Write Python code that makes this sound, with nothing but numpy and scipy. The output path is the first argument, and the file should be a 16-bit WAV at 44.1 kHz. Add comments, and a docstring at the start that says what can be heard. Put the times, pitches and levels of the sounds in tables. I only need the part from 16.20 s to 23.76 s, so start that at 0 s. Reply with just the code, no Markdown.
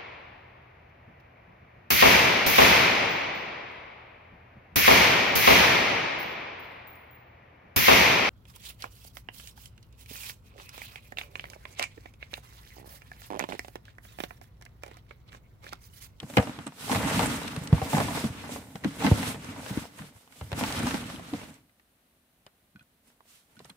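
"""Quiet, damped room: a hollow cardboard box is dragged, lifted and set down by hand on a cloth-covered table.
Drag: gated noise hisses on the cloth; stick-slip clicks shake panels, walls and loose coins.
Blows: thumps, knocks, coin ticks and clinks of a small hard piece are decaying sines.
Hard contacts add noise cracks; faint noise is the room. Close stereo microphone."""
import sys
import numpy as np
from scipy import signal
from scipy.io import wavfile

SR = 44100
rng = np.random.default_rng(int(sys.argv[2]) if len(sys.argv) > 2 else 0)


def bounce(signal):
    """Save signal as a 16-bit WAV file at the path given by the first command-line argument."""
    frames = np.transpose(np.atleast_2d(signal))
    limited = np.clip(frames, -1, 1)
    pcm = np.round(limited * 32767).astype(np.int16)
    wavfile.write(sys.argv[1], SR, pcm)


N = 333396
LEFT_RIGHT = np.array([[1], [-1]])

# slides of the box or of a hand over it: start_s, length_s, hiss_drive_db, swell_db (to its end),
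# tilt_db_per_octave, rumble_drive_db
SLIDES = [(0.0, 0.035, -66.5, 1, 0.5, -58), (0.101, 0.071, -52, 2, 4, -53),
          (0.21, 0.28, -52, -10, -2.5, -42.5), (0.602, 0.12, -46.5, 8.5, 2, -51),
          (0.749, 0.28, -41, 5, -.5, -33.5), (1.103, 0.28, -43.5, -9.5, -1.5, -36),
          (1.422, 0.024, -56, 3.5, 0.5, -44.5), (1.549, 0.027, -48.5, 0.5, -2.5, -38.5),
          (1.634, .13, -51, 11, 2, -49.5), (1.784, 0.12, -42.5, -1, 0, -34.5),
          (1.96, 0.11, -42.5, -4, 0, -38), (2.132, 0.12, -60, 8, -2, -51.5),
          (2.321, 0.028, -44.5, -1, 2.5, -44), (2.422, .16, -61, -1.5, 4, -54.5),
          (2.659, 0.075, -52, -8.5, -1.5, -41.5), (2.753, 0.062, -57, 6.5, 0.5, -46),
          (2.847, 0.087, -41, -2.5, -0.5, -30.5), (2.979, 0.11, -42, 4, 0.5, -39),
          (3.24, 0.078, -53.5, 0, -1.5, -43.5), (3.383, 0.21, -52, 4, 0.5, -46),
          (3.66, 0.058, -60, -4.5, 1, -71), (3.789, .1, -53.5, -9, 0.5, -48.5),
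          (3.97, 0.051, -61, -2, 3.5, -71.5), (4.113, 0.13, -61, 7, 3, -63.5),
          (4.32, 0.055, -60.5, 7, 1, -51), (4.404, 0.14, -43, -2, 0, -35), (4.579, 0.11, -44, 2, -1.5, -36),
          (4.753, .17, -50, 1.5, -1, -45.5), (4.999, 0.24, -57.5, 4, -1, -51.5),
          (5.292, 0.052, -60, -7.5, 1, -56.5), (6.88, .05, -66, -5, 3.5, -72),
          (7.095, 0.087, -59.5, 0, 3.5, -94), (7.314, 0.19, -70.5, 3, 2, -71.5)]
# box panels and cavity: mode_hz, level_db, t60_s
PANEL_MODES = [(77.4, -4, 0.091), (95.5, -2, 0.093), (113.1, 2.5, 0.055), (136, 0, 0.044), (149, 1, 0.07),
               (177, -2.5, 0.12), (207.6, 3.5, 0.044), (239.1, -0.5, 0.14), (265.5, 1, 0.13),
               (293, -2, 0.14), (410, -15.5, 0.038)]
# box walls: mode_hz, level_db, t60_s
WALL_MODES = [(459, 1, 0.04), (544, -1, 0.032), (650.2, -1, 0.034), (740, 0.5, 0.015), (843.4, 1, 0.0245),
              (934, 1, 0.027), (1083, 0.5, 0.015), (1393, -3, 0.022), (1505, -7, 0.054), (1748, 2, 0.013),
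              (2050, 3, .015), (2326, -2.5, 0.017), (3065, -4, 0.005)]
# light coins: mode_hz, level_db, t60_s
COIN_MODES = [(3040, 1, 0.0085), (3375, -1.5, 0.0088), (3880, -3, 0.006), (4446, -6.5, 0.0043),
              (5000, -5.5, 0.0027), (5550, -6.5, 0.0035), (6400, -5, 0.011), (6770, -1.5, 0.0048),
              (7420, -12.5, 0.0038), (8310, 6, 0.005), (8730, -7.5, 0.0023), (9110, -5, 0.0023),
              (10400, 0, 0.0072), (10800, -0.5, .004), (11800, -5.5, .004), (14700, -9, .003)]
# hard knocks on the walls: start_s, peak_db, crack_drive_db, pitch_hz
WALL_KNOCKS = [(0.031, -35, -51.5, 535), (0.1, -35, -50, 530), (0.138, -44, -48, 619),
               (0.1697, -19.5, -24.5, 2670), (0.172, -11.5, -30, 596), (0.182, -15, -29.5, 560),
               (0.201, -41, -40, 802), (0.227, -28, -45, 580), (0.272, -29.5, -44, 721),
               (0.295, -32.5, -50, 668), (0.389, -33, -44.5, 684), (0.469, -31, -43, 840),
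               (0.522, -42, -58, 800), (0.68, -34, -49, 600), (0.696, -22, -41, 860),
               (0.716, -22, -31, 970), (0.748, -23, -30.5, 950), (0.759, -21, -34.5, 800),
               (0.848, -27, -49, 816), (0.874, -23, -57, 910), (0.993, -17, -29, 810),
               (1.029, -21.5, -35, 745), (1.277, -42, -40, 1980), (1.363, -32, -41.5, 553),
               (1.528, -20, -38, 577), (1.581, -28, -60, 931), (1.617, -20.5, -42.5, 690),
               (1.67, -32, -60, 920), (1.732, -17, -52, 780), (1.749, -28, -37, 1920),
               (1.769, -18.5, -38, 820), (1.782, -18.5, -35, 720), (1.803, -18, -31.5, 775),
               (1.884, -26, -40, 880), (1.909, -29, -56, 845), (1.95, -28.5, -45, 974),
               (1.968, -33, -52, 896), (2.043, -27, -42, 590), (2.24, -34, -60, 1060),
               (2.293, -30, -58, 510), (2.361, -28, -51, 660), (2.556, -34, -46, 644),
               (2.638, -32, -45, 1660), (2.646, -25, -36, 590), (2.821, -26, -48, 870),
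               (2.846, -19.5, -49, 960), (2.865, -20, -29.5, 1500), (2.872, -23.5, -38.5, 470),
               (2.914, -17, -53, 556), (3.03, -28, -35.5, 1110), (3.145, -32, -43, 520),
               (3.362, -34.5, -63, 725), (3.463, -31, -42.5, 625), (3.574, -49, -44, 590),
               (3.654, -35, -58, 634), (3.79, -37, -52, 1460), (3.819, -41, -52, 1100),
               (4.076, -49.5, -62, 1030), (4.124, -62, -55, 2580), (4.212, -32.5, -46.5, 630),
               (4.318, -27.5, -41.5, 560), (4.329, -28, -38, 685), (4.39, -32, -52, 867),
               (4.411, -25, -39, 676), (4.437, -26, -32, 930), (4.667, -24.5, -41, 950),
               (4.709, -33, -34.5, 921), (4.743, -27.5, -35.5, 810), (4.9, -36, -43, 860),
               (4.995, -35.5, -56, 639), (5.136, -27, -44, 560), (5.216, -39, -50, 530),
               (5.495, -60, -71.5, 2050), (5.597, -58, -68.5, 1723), (6.266, -43, -60.5, 579),
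               (6.902, -61, -70, 700), (7.006, -48.5, -70, 1000), (7.055, -58, -72, 600),
               (7.403, -40, -62, 543), (7.452, -45, -63, 643), (7.495, -48.5, -69, 937)]
# coins tick against each other: start_s, peak_db, pitch_hz
COIN_TICKS = [(0.001, -31.5, 3430), (0.466, -36, 7200), (0.476, -40, 7750), (0.746, -40, 4510),
              (1.0104, -30, 4670), (1.059, -24, 8300), (1.0674, -27, 8300), (1.2323, -35, 4490),
              (1.2795, -29.5, 4330), (1.3633, -35, 6200), (1.3894, -43, 8150), (1.437, -42, 6580),
              (1.4738, -31, 4750), (2.5567, -44.5, 4960), (2.644, -38, 4430), (3.245, -41, 5600),
              (3.774, -52.5, 7930), (3.786, -45, 6100), (4.3181, -44, 4340), (4.5241, -27.5, 4910),
              (4.591, -32.5, 7750), (4.6314, -35, 7100), (4.6697, -28, 5430), (4.84, -37, 3100),
              (4.961, -38, 3100), (5.2944, -59, 4890), (5.301, -58, 6700), (5.3413, -50, 6540),
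              (5.3544, -59, 8100), (6.2647, -45.5, 4200), (6.6268, -62.5, 7800), (7.3562, -58, 9230),
              (7.3923, -44, 4300), (7.4463, -46.5, 4750), (7.455, -52, 7780), (7.497, -42.5, 9400)]
# a small hard piece settles and rings: start_s, peak_db, pitch_hz
PIECE_CLINKS = [(6.559, -49, 1490), (6.594, -51, 2440), (6.6086, -52, 1495), (7.3676, -52.5, 1480),
                (7.5, -42.5, 3350)]


def from_db(db):
    """Decibels to gain."""
    return 10 ** (np.asarray(db) / 20)


def rms_one(x):
    """Scales to an rms of 1."""
    return x / np.sqrt(np.mean(x ** 2) + 1e-20)


def at_hz(points, hz):
    """Reads a (Hz, value) table on a log frequency axis."""
    points_hz, values = np.array(points).T
    return np.interp(np.log(hz), np.log(points_hz), values)


def per_sample(per_ms):
    """Interpolates one value a millisecond to one a sample."""
    return np.interp(np.arange(N) / SR * 1000, np.arange(len(per_ms)), per_ms)


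def drift(corner_hz):
    """Slow chance: noise at every 40th sample through a double one-pole low-pass; rms 1 before interpolation."""
    step, settle = 40, 2000
    pole = np.exp(-2 * np.pi * step * corner_hz / SR)
    white = rng.standard_normal(N // step + settle + 2)
    slow = signal.lfilter([1], [1, -2 * pole, pole * pole], white)[settle:]
    return np.interp(np.arange(N) / step, np.arange(len(slow)), rms_one(slow))


def ring(clicks, hz, t60_s):
    """Two-pole resonator: a unit click sets a decaying sine of height 1 ringing."""
    radius = from_db(-60 / (t60_s * SR))
    angle = 2 * np.pi * hz / SR
    # the tiny offset avoids denormals
    return signal.lfilter([0, np.sin(angle)], [1, -2 * radius * np.cos(angle), radius * radius], clicks + 1e-18)


def to_ports(mid, side, hz, leaning=1):
    """Both microphone ports hear the lows alike, the highs each in its own way."""
    # hz, left_right_likeness
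    likeness = [(60, .995), (180, .97), (350, .8), (750, .68), (1300, .05), (2400, 0)]
    # hz, left_minus_right_db
    lean_db = [(60, .7), (180, -.9), (700, .4), (2800, 0), (5600, -2), (9000, -7), (14000, -7)]
    alike = np.clip(at_hz(likeness, hz), 0, 1)
    lean = from_db(leaning * at_hz(lean_db, hz) / 2 * LEFT_RIGHT)
    return lean * (np.sqrt(1 + alike) * mid + np.sqrt(1 - alike) * side * LEFT_RIGHT)


def noise_bands(spectrum, lowest_hz, leaning=1):
    """Yields (centre Hz, stereo noise) in half-octave bands."""
    edges_hz = lowest_hz * 2 ** np.arange(0, np.log2(19000 / lowest_hz), .5)
    white = rng.standard_normal((2, 2, N))      # neighbouring bands get unrelated noise
    for k, (low_hz, high_hz) in enumerate(zip(edges_hz, edges_hz[1:])):
        band_pass = signal.butter(2, [low_hz, high_hz], "band", fs=SR, output="sos")
        mid, side = signal.sosfilt(band_pass, white[k % 2])
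        hz = np.sqrt(low_hz * high_hz)
        yield hz, from_db(at_hz(spectrum, hz)) * to_ports(mid, side, hz, leaning)


def hiss(spectrum, lowest_hz, patchy_db, corner_hz, tilt_db=0, leaning=1):
    """Noise bands flicker partly together, partly alone; rms near 1 before a tilt per octave about 8 kHz."""
    together = drift(corner_hz)
    bands = list(noise_bands(spectrum, lowest_hz, leaning))
    size = np.sqrt(sum(np.mean(band ** 2) for _, band in bands))
    out = 0
    for hz, band in bands:
        flicker_db = patchy_db * (together + 0.66 * drift(corner_hz))
        out = out + from_db(flicker_db + tilt_db * np.log2(hz / 8000)) * band
    return out / size


def rubbed(modes, slips_per_s, spread_db, clump_db):
    """Stick and slip: dense uneven clicks, coming in clumps, shake every mode; rms 1."""
    slips = rng.random((2, N)) < slips_per_s / SR
    uneven_db = spread_db * np.minimum(rng.exponential(1, (2, N)), 4)
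    slips = slips * from_db(uneven_db + clump_db * drift(25))
    spots = rng.choice([-1, 1], (2, N + len(modes)))
    out = 0
    for k, (hz, level_db, t60_s) in enumerate(modes):
        signs = spots[:, k:k + N]     # each slip happens at another spot
        mid, side = ring(slips * signs, hz, t60_s)
        out = out + from_db(level_db) * to_ports(mid, side, hz)
    return rms_one(out)


def blows(modes, rows, focus_db_per_octave, contact_s, detune):
    """Each blow rings the modes near its pitch most; grip and place shift them a little every time.

    Rows: start_s, peak_db, pitch_hz, t60_s (at the pitch), pan_db (left minus right)."""
    longest_s = max(row[3] for row in rows)
    t = np.arange(int(min(.2, 1.5 * longest_s) * SR)) / SR
    table = np.array(modes)
    mode_hz, mode_db = table[:, :1], table[:, 1:2]
    out = np.zeros((2, N))
    chance = rng.normal(0, 1, (len(rows), 4, len(modes), 1))
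    for row, (shift, force, spin, side_spin) in zip(rows, chance):
        start_s, peak_db, pitch_hz, t60_s, pan_db = row
        hz = mode_hz * (1 + detune * shift)
        strength_db = mode_db - focus_db_per_octave * abs(np.log2(hz / pitch_hz)) + 1.5 * force
        mode_t60_s = np.clip(t60_s * (pitch_hz / hz) ** .4, .003, 1)
        decay = from_db(strength_db - 60 * t / mode_t60_s)
        quarter = np.pi / 2 * np.sign(side_spin)     # either port may lead
        mid = decay * np.sin(2 * np.pi * hz * t + .4 * spin)
        side = decay * np.sin(2 * np.pi * hz * t + .4 * spin + quarter)
        wave = sum(to_ports(m, d, f) for m, d, f in zip(mid, side, hz[:, 0]))
        wave = -wave * (1 - np.exp(-t / contact_s)) ** 2     # the contact takes a moment to load the body
        wave = wave / abs(wave.mean(axis=0)).max()
        pan = from_db(np.clip(pan_db, -9, 9) / 2 * LEFT_RIGHT)
        at = round(start_s * SR)
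        out[:, at:at + len(t)] += (from_db(peak_db) * pan * wave)[:, :N - at]
    return out


def under_slides(drive_db, fall_db_per_s):
    """One gain per slide and millisecond: it rises, swells or sags over the slide's length and falls."""
    rise_db_per_s = 329.5
    t = np.arange(0, N / SR + .002, .001)
    start_s, length_s, _, swell_db = np.transpose(SLIDES)[:4, :, None]
    swelling_db = swell_db * np.clip((t - start_s) / length_s, 0, 1)
    rising_db = rise_db_per_s * np.maximum(start_s - t, 0)
    falling_db = fall_db_per_s * np.maximum(t - start_s - length_s, 0)
    return from_db(drive_db[:, None] + swelling_db - rising_db - falling_db)


def drag():
    """Every slide hisses on the cloth, shifts the coins, scrapes the walls and shakes the panels."""
    # hz, level_db_per_hz (relative)
    cloth_spectrum = [(530, -30), (900, 0), (991, -15.5), (1080, -9.5), (1170, -2), (1470, -10.5),
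                      (2300, -6), (4010, -10), (4520, -11), (7060, -15), (7960, -13.5), (14500, -23),
                      (16000, -27)]
    _, _, hiss_drive_db, _, tilts_db, rumble_drive_db = np.transpose(SLIDES)
    each = under_slides(hiss_drive_db, fall_db_per_s=218.5)
    speed = per_sample(each.sum(axis=0)) + 1e-9
    # the panels shake on a little longer
    shaking = per_sample(under_slides(rumble_drive_db, fall_db_per_s=125.5).sum(axis=0))
    tilt_db = per_sample(tilts_db @ each) / speed
    cloth = from_db(4.5) * hiss(cloth_spectrum, 1050, patchy_db=1.72, corner_hz=13, tilt_db=tilt_db)
    crackle = from_db(-9.5) * rubbed(COIN_MODES, 720, spread_db=4.0, clump_db=-1.5)
    scrape_share = .45     # the wall scrape lies between rumble and hiss
    scraping = from_db(-1) * speed ** scrape_share * shaking ** (1 - scrape_share)
    rumble = shaking * rubbed(PANEL_MODES, 600, spread_db=1.5, clump_db=2.0)
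    scrape = scraping * rubbed(WALL_MODES, 500, spread_db=2.5, clump_db=1.5)
    return rumble, scrape + speed * (cloth + crackle)


def thumps():
    """Soft blows of hand and table shake the large panels, unpanned."""
    # start_s, peak_db, pitch_hz, t60_s (short where the hand stays on)
    soft_blows = [(0.026, -32.5, 174, 0.093), (0.17, -15, 248, 0.072), (0.183, -14.5, 80, 0.067),
                  (0.271, -37, 250, 0.054), (0.289, -28.5, 238, 0.04), (0.385, -35, 235, 0.038),
                  (0.464, -32, 240, 0.067), (0.707, -22.5, 265, 0.11), (0.749, -22, 97, 0.12),
                  (1.373, -25.5, 148, 0.047), (1.413, -29, 162, .035), (1.526, -3.5, 110, 0.077),
                  (1.621, -20, 96.9, 0.065), (1.734, -13.5, 190, 0.18), (1.767, -30, 210, 0.17),
                  (1.8, -21.5, 230, 0.085), (2.039, -20, 184, 0.066), (2.1, -28.5, 121, 0.043),
                  (2.552, -29.5, 183, 0.041), (2.633, -32, 200, 0.064), (2.649, -18, 274, 0.085),
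                  (2.845, -15, 263, 0.099), (2.871, -33, 215, 0.087), (2.915, -4, 120, 0.039),
                  (2.955, -25, 200, .06), (3.508, -24.5, 182, 0.053), (3.573, -18, 221, 0.029),
                  (3.615, -37, 180, .04), (3.797, -34.5, 154, 0.15), (3.95, -46.5, 99, 0.092),
                  (4.212, -29, 83, 0.18), (4.324, -24, 84, 0.053), (4.376, -26.5, 200, 0.044),
                  (4.41, -21, 286, 0.16), (4.666, -26, 277, 0.066), (4.738, -24.5, 272, 0.057),
                  (4.933, -34, 260, 0.15), (5.128, -23.5, 262, 0.084), (5.282, -46, 242, 0.071),
                  (6.263, -52.5, 160, 0.031), (6.551, -46, 180, .07), (6.61, -54, 160, .06),
                  (6.88, -62.5, 197, .1), (7.37, -51, 193, .1), (7.401, -51, 215, 0.11),
                  (7.447, -53.5, 118, 0.12), (7.501, -52, 228, 0.072)]
    rows = np.pad(soft_blows, [(0, 0), (0, 1)])     # pan 0 dB
    return blows(PANEL_MODES, rows, focus_db_per_octave=13.0, contact_s=0.0043, detune=0.042)


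def knocks():
    """Hard knocks ring the walls briefly, stronger ones longer."""
    middling_t60_s, longer_per_db, pan_spread_db = .06, 0.0376, 3.5
    middling_db = np.median([peak_db for _, peak_db, _, _ in WALL_KNOCKS])
    rows = []
    for start_s, peak_db, _, pitch_hz in WALL_KNOCKS:
        t60_s = middling_t60_s * np.exp(longer_per_db * (peak_db - middling_db))
        rows.append((start_s, peak_db, pitch_hz, t60_s, pan_spread_db * rng.normal()))
    return blows(WALL_MODES, rows, focus_db_per_octave=13.0, contact_s=0.00021, detune=0.054)


def cracks():
    """Every hard contact starts with a snap and a crack of noise that dies faster in the treble."""
    # hz, level_db_per_hz (relative)
    crack_spectrum = [(1500, 1.5), (3000, 1.5), (5000, -9.5), (8000, -18.5), (12000, -25), (16000, -12)]
    small_drive_db = -15.5     # ticks and clinks, relative to their peak
    contacts = [(start_s, drive_db) for start_s, _, drive_db, _ in WALL_KNOCKS]
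    contacts += [(start_s, peak_db + small_drive_db) for start_s, peak_db, _ in COIN_TICKS + PIECE_CLINKS]
    start_s, drive_db = np.transpose(contacts)
    starts = np.full(N, 1e-18)
    starts[np.round(start_s * SR).astype(int)] = from_db(drive_db)
    snap_t60_s = 0.008
    snap = signal.lfilter([1], [1, -from_db(-60 / (SR * snap_t60_s))], starts)
    out = 0
    for hz, band in noise_bands(crack_spectrum, 1055):
        crack_t60_s = 0.044 * (3000 / hz) ** .9
        crack = signal.lfilter([1], [1, -from_db(-60 / (SR * crack_t60_s))], starts)
        out = out + from_db(6.5) * band * (snap + crack)
    return out


def ticks():
    """Coins tick against each other: short, high rings scattered left and right."""
    t60_s, pan_spread_db = 0.019, 4
    rows = [(*row, t60_s, pan_spread_db * rng.normal()) for row in COIN_TICKS]
    return blows(COIN_MODES, rows, focus_db_per_octave=16.5, contact_s=.0001, detune=0.053)


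def clinks():
    """A small hard piece rings to the right, shorter at higher pitch."""
    # mode_hz, level_db, t60_s
    piece_modes = [(1478, -7, .06), (2490, -0.5, .04), (3337, 5.5, .04), (4140, 10, .03)]
    t60_at_1500_hz_s, pan_db = 0.063, -3
    rows = [(start_s, peak_db, pitch_hz, t60_at_1500_hz_s * 1500 / pitch_hz, pan_db)
            for start_s, peak_db, pitch_hz in PIECE_CLINKS]
    return blows(piece_modes, rows, focus_db_per_octave=24.0, contact_s=0.00012, detune=0.0037)


def room():
    """Still room: faint, slightly flickering noise without left-right lean."""
    # hz, level_db_per_hz (relative)
    room_spectrum = [(18, -30.5), (30, -4), (53, -3.5), (157, -6.5), (239, -4), (345, -12), (473, -12.5),
                     (512, -19), (649, -11.5), (844, -17.5), (1010, -14.5), (4190, -19.5), (5900, -27),
                     (12000, -19.5), (16000, -21.5)]
    return from_db(-67.5) * hiss(room_spectrum, 24, patchy_db=.3, corner_hz=5, leaning=0)


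def scene():
    """Drag, blows and the still room."""
    rumble, rubbing = drag()
    no_deep_bass = signal.butter(2, 62, "high", fs=SR, output="sos")     # small panels radiate none
    panels = signal.sosfilt(no_deep_bass, rumble + thumps())
    return panels + rubbing + knocks() + cracks() + ticks() + clinks() + room()


def record(dry):
    """The microphone rolls off the deepest bass and has a small treble peak; the top is cut steeply."""
    low_cut = signal.butter(2, 42, "high", fs=SR, output="sos")
    light = signal.sosfilt(low_cut, dry)
    peak_b, peak_a = signal.iirpeak(8200, 7.0, fs=SR)
    peaked = light + 0.29 * signal.lfilter(peak_b, peak_a, light)
    top_cut = signal.cheby2(16, 60, 16150, fs=SR, output="sos")     # 60 dB down from 16150 Hz
    return signal.sosfilt(top_cut, peaked)


dry = scene()
out = record(dry)
bounce(out)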